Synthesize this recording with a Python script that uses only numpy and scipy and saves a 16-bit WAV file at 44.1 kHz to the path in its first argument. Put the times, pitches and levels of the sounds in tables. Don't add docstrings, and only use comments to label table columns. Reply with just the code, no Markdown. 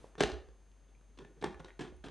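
import sys
import numpy as np
from scipy import signal
from scipy.fft import rfft, irfft
from scipy.io import wavfile
from scipy.ndimage import uniform_filter1d

SR = 44100
rng = np.random.default_rng(int(sys.argv[2]) if len(sys.argv) > 2 else 0)


def boost(x):
    u = np.asarray(x, float) / 20
    return 10 ** u


def unload_wav(signal):
    wavfile.write(
        sys.argv[1],
        SR,
        np.round(np.clip(np.atleast_2d(signal).T, -1, 1) * 32767).astype(np.int16),
    )


N = 92610
HALVES = np.array([[.5], [-.5]])

# [f/Hz, relative level/dB]
RUMBLE_SHAPE = [(15, -8.5), (30, 6.5), (45, 7), (70, -32)]
# [f/Hz, relative level/dB per Hz]
HISS_SHAPE = [(41, -17), (70, -5), (97, -7), (496, -14.5), (553, -15.5), (602, -17), (747, -18.5),
              (2390, -26), (6570, -35), (12000, -33.5), (15600, -71), (22000, -120)]
# [f/Hz, relative level/dB]
HISS_SIDE_SHAPE = [(30, -0.5), (100, -2.5), (300, -15), (1000, -19.5), (4000, -33), (12000, -40)]
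# [f/Hz, rms level/dB]
WHINE_TONES = [(6374, -97), (6424, -85), (6474, -96), (10325, -100)]
RUMBLE_DB, HISS_DB = -84, -71
RUSTLE_DB, RUSTLE_T60 = -62.5, 0.33
HUM_HZ, HUM_DB, HUM_WAVER = 49.3, -61, 0.12
HUM_LEFT_DB, HUM_LEAD, WHINE_LEFT_DB = 2.5, 0.3, 9.5

# [f/Hz, t60/s]
ROOM_DECAY = [(100, 0.28), (400, 0.49), (1500, 0.45), (4000, 0.37), (9000, 0.31)]
# [f/Hz, relative level/dB]
WALL_TONE = [(100, -2), (400, -2.5), (1500, -2), (4000, -0.5), (10000, -3)]
ROOM_DB, ROOM_SIDE_DB = -8, -32
ECHO_SPREAD_DB = 3.5

# [t/s, peak level/dB, f/Hz, swell time/s]
BOOM_EVENTS = [(.205, -46, 59, 0.0054), (.232, -37, 58.4, 0.012), (.315, -40.5, 66.2, 0.025),
               (.46, -55, 58.5, .025), (1.44, -49, 68.5, 0.02), (1.52, -53, 69, 0.033),
               (1.79, -78, 61.6, 0.042), (1.89, -54, 65.7, 0.054)]
# [t/s, peak level/dB, f/Hz, swell time/s]
TICK_EVENTS = [(.0425, -41.5, 445, 0.0011), (.0435, -50, 940, 0.0011), (.885, -75.5, 3500, 0.0014),
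               (0.95, -62.5, 2380, 0.00097), (1.705, -44.5, 1960, 0.00027), (1.964, -68.5, 9600, 0.0012)]

# [t/s, blow level/dB, board knock level/dB, metal treble level/dB, contact decay time/ms]
TABLE_BLOWS = [(0.031, -70, 3, -4, 21), (.154, -45, 0.5, -15, 0.16), (.179, -44, 6.5, -10, 11),
               (.195, -44, 5.5, -3.5, 11.4), (.206, -21.5, -27, -7, 1.16), (.2085, -17, -0.5, -18, 1.06),
               (.211, -32, 11, -4.5, 3.4), (.219, -28, 10, -13, 1.05), (.225, -38, -7, 4.5, 1.1),
               (.231, -39, -13, 0.5, 4.3), (0.2357, -18.5, 2.5, -12.5, 1.14), (.244, -45, -1, -30, 2.8),
               (0.258, -55, -4, 4, 3.4), (0.2732, -38.5, 0, -9.5, 2.9), (.299, -36.5, -4, -13.5, 1.6),
               (0.317, -43.5, -9, -4, 2.2), (0.333, -48, 12.5, -10, 4.4), (.487, -54, 7.5, -11.5, 0.79),
               (.715, -82.5, -11, 11, 2.3), (0.889, -72.5, 5.5, -14, 13), (1.012, -64, 2.5, -14, 1.),
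               (1.091, -80, 17, -4, 13), (1.174, -57.5, 5.5, -5.5, 3.9), (1.187, -47, 4, -7.5, 3.7),
               (1.197, -54.5, 8, -17.5, 20), (1.221, -64, 20, -3.5, 6.7), (1.248, -48.5, 1.5, -24, 3.),
               (1.295, -68, 16, -21, 12.), (1.36, -67, 10.5, -17, 45), (1.412, -55.5, 9.5, -0.5, 9),
               (1.425, -34.5, 4.5, -23, 2.8), (1.439, -28.5, -33, -25, 4.4), (1.4423, -30.5, 8, -7.5, 1.38),
               (1.456, -39.5, 4, -36, 11.5), (1.544, -47, -24, -115, 2), (1.595, -65.5, 20.5, 6.5, 4.),
               (1.6, -44.5, 2, -20, 6), (1.645, -48.5, 4.5, -3.5, 2.8), (1.655, -52, 1.5, -13, 8.3),
               (1.679, -52, -3, -17, 11), (1.792, -41.5, 6.5, -11.5, 6.9), (1.805, -40.5, 6, -10.5, 15),
               (1.835, -48.5, 4.5, -14, 24), (1.874, -58, 13, -7.5, 6.6), (1.924, -58.5, 16.5, -23, 2.4),
               (2.038, -45.5, 2, -10.5, 17), (2.057, -46, 6, -14.5, 13.5), (2.084, -47, -8, -8.5, 3.)]
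# [f/Hz, relative level/dB, t60/s]
BOARD_MODES = [(167, -10.5, 0.2), (205, -11.5, 0.17), (244, 5, 0.023), (316, 3.5, 0.05),
               (383.5, 11.5, 0.043), (422, 2.5, 0.073), (510, -1, 0.038)]
# [f/Hz, relative level/dB, t60/s]
FRAME_MODES = [(685, 12, 0.0089), (900, 14.5, 0.0086), (1144, 10, 0.01), (1450, -7.5, 0.2),
               (1765, 1, 0.085), (1910, -0.5, .03), (2634, -16.5, .02)]
# [f/Hz, relative level/dB, t60/s]
METAL_MODES = [(3450, 0, .008), (4300, -2, .006), (6350, -6, .006)]
# [f/Hz, relative level/dB]
CRACK_SHAPE = [(300, -11), (700, 6), (1500, 4.5), (2600, -3.5), (4500, -24)]
# [f/Hz, relative level/dB]
FIZZ_SHAPE = [(1500, -16.5), (2600, -3.5), (3500, 10), (5000, 3.5), (8000, -4.5), (10500, -18.5),
              (12000, -55)]
BOARD_DB, FRAME_DB, METAL_DB, CRACK_DB, FIZZ_DB = 3.5, -2, -5.5, 3, 4.5
SPREAD_DB, DETUNE = 4, 0.025
RISE_SHARE = 0.24
STRIKE = 0.69
MIN_CONTACT_MS, LOW_CUT_HZ = 0.2, 107
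LEAD_IN = 256

# [f/Hz, left minus right level/dB]
PORT_BALANCE = [(40, -4.5), (100, -7.5), (190, -1.5), (350, -1.1), (700, 0), (12000, 0.5)]
# [f/Hz, lead of the left/rad]
PORT_LEAD = [(40, 1), (100, 0.85), (260, 0.51), (690, 0.2), (1550, 0.15), (12000, 0.055)]
EDGE_HZ = 10450


def evened(x):
    return x / np.sqrt(np.mean(x ** 2) + 1e-20)


def read(points, hz):
    f, value = np.transpose(points)
    return np.interp(np.log(hz + 1), np.log(f + 1), value)


def add(mix, s, sound):
    part = mix[round(s * SR):][:len(sound)]
    part += sound[:len(part)]


def coloured(x, points):
    length = x.shape[-1]
    gain = boost(read(points, np.fft.rfftfreq(length, 1 / SR)))
    return irfft(rfft(x) * gain, length)


def rumble():
    return boost(RUMBLE_DB) * evened(coloured(rng.standard_normal((2, N)), RUMBLE_SHAPE))


def hiss_and_rustle():
    t = np.arange(N) / SR
    mid, side = evened(coloured(rng.standard_normal((2, N)), HISS_SHAPE))
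    rustle = boost(RUSTLE_DB - 60 * (t / RUSTLE_T60) ** 2)
    common = np.hypot(boost(HISS_DB), rustle) * mid
    opposite = boost(HISS_DB) * coloured(side, HISS_SIDE_SHAPE)
    return common + 2 * HALVES * opposite


def hum():
    t = np.arange(N) / SR
    waver = 1 + HUM_WAVER * evened(uniform_filter1d(rng.standard_normal(N), size=3000))
    phase = 2 * np.pi * (HUM_HZ * t + rng.random()) + HUM_LEAD * HALVES
    return boost(HUM_DB + HUM_LEFT_DB * HALVES) * np.sqrt(2) * waver * np.sin(phase)


def whine():
    t = np.arange(N) / SR
    tones = sum(boost(db) * np.sqrt(2) * np.sin(2 * np.pi * (hz * t + rng.random()))
                for hz, db in WHINE_TONES)
    return tones * boost(WHINE_LEFT_DB * HALVES)


def room(x):
    taps = np.zeros((2, SR))
    at = np.arange(200, SR - 20, 20) + rng.integers(0, 20, (2, (SR - 201) // 20))
    sign = rng.choice([-1., 1.], at.shape)
    standout = np.minimum(rng.exponential(1, at.shape), 4)
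    np.put_along_axis(taps, at, sign * boost(ECHO_SPREAD_DB * standout), 1)
    hz, t, bands = signal.stft(taps, SR, nperseg=256)
    decay = boost(read(WALL_TONE, hz)[:, None] - 60 * t / read(ROOM_DECAY, hz)[:, None])
    tail = signal.istft(bands * decay, SR, nperseg=256)[1]
    tail = tail / np.linalg.norm(tail[0])
    mid, side = boost(ROOM_DB) * signal.fftconvolve(x[None], tail, axes=1)[:, :N]
    return mid, boost(ROOM_SIDE_DB) * side


def swelling_tones(events):
    out = np.zeros(N)
    for s, db, hz, swell in events:
        t = np.arange(round(10 * swell * SR)) / SR
        envelope = np.e * t / swell * np.exp(-t / swell)
        add(out, s, boost(db) * envelope * np.sin(2 * np.pi * hz * t))
    return out


def ring(modes, chance, t):
    return sum(boost(db + SPREAD_DB * a - 60 * t / t60) * np.sin(2 * np.pi * hz * (1 + DETUNE * b) * t)
               for (hz, db, t60), (a, b) in zip(modes, chance))


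def table():
    out, t = np.zeros(N), np.arange(8192) / SR
    chances = rng.standard_normal((len(TABLE_BLOWS), 3, 8, 2))
    grits = rng.standard_normal((len(TABLE_BLOWS), 4096))
    for (s, db, board_db, metal_db, ms), chance, grit in zip(TABLE_BLOWS, chances, grits):
        length = max(ms, MIN_CONTACT_MS)
        u = t[:4096] * 1000 / length
        contact = grit * np.exp(-u) * (1 - np.exp(-u / RISE_SHARE))
        contact = contact / np.linalg.norm(contact)
        contact = np.pad(contact, (LEAD_IN, len(t) - 4096 - LEAD_IN))
        struck = contact.copy()
        struck[LEAD_IN] += STRIKE / length

        def rung(drive, modes, own):
            return signal.fftconvolve(drive, ring(modes, own, t))[:len(t)]

        layers = [
            (rung(struck, BOARD_MODES, chance[0]), board_db + BOARD_DB),
            (rung(contact, FRAME_MODES, chance[1]), FRAME_DB),
            (rung(contact, METAL_MODES, chance[2]), metal_db + METAL_DB),
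            (coloured(struck, CRACK_SHAPE), CRACK_DB),
            (coloured(contact, FIZZ_SHAPE), metal_db + FIZZ_DB)]
        blow = sum(boost(db + trim) * layer / np.linalg.norm(layer) for layer, trim in layers)
        add(out, s - LEAD_IN / SR, blow * np.sqrt((ms + 2) * SR / 8000))
    return out


def ports(x):
    hz = np.fft.rfftfreq(N, 1 / SR)
    level = boost(HALVES * read(PORT_BALANCE, hz))
    turn = np.exp(1j * HALVES * read(PORT_LEAD, hz))
    return irfft(rfft(x) * level * turn, N)


def scene():
    background = rumble() + hiss_and_rustle() + hum() + whine()
    low_cut = signal.butter(2, LOW_CUT_HZ, "high", fs=SR, output="sos")
    direct = signal.sosfilt(low_cut, table()) + swelling_tones(TICK_EVENTS)
    mid, side = room(direct)
    return ports(direct + mid + swelling_tones(BOOM_EVENTS)) + 2 * HALVES * side + background


def roll_off(x):
    return signal.sosfilt(signal.butter(12, 12370, fs=SR, output="sos"), x)


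def record(dry):
    low_pass = signal.butter(8, EDGE_HZ, fs=SR, output="sos")
    return roll_off(signal.sosfilt(low_pass, dry))


dry = scene()
out = record(dry)
unload_wav(out)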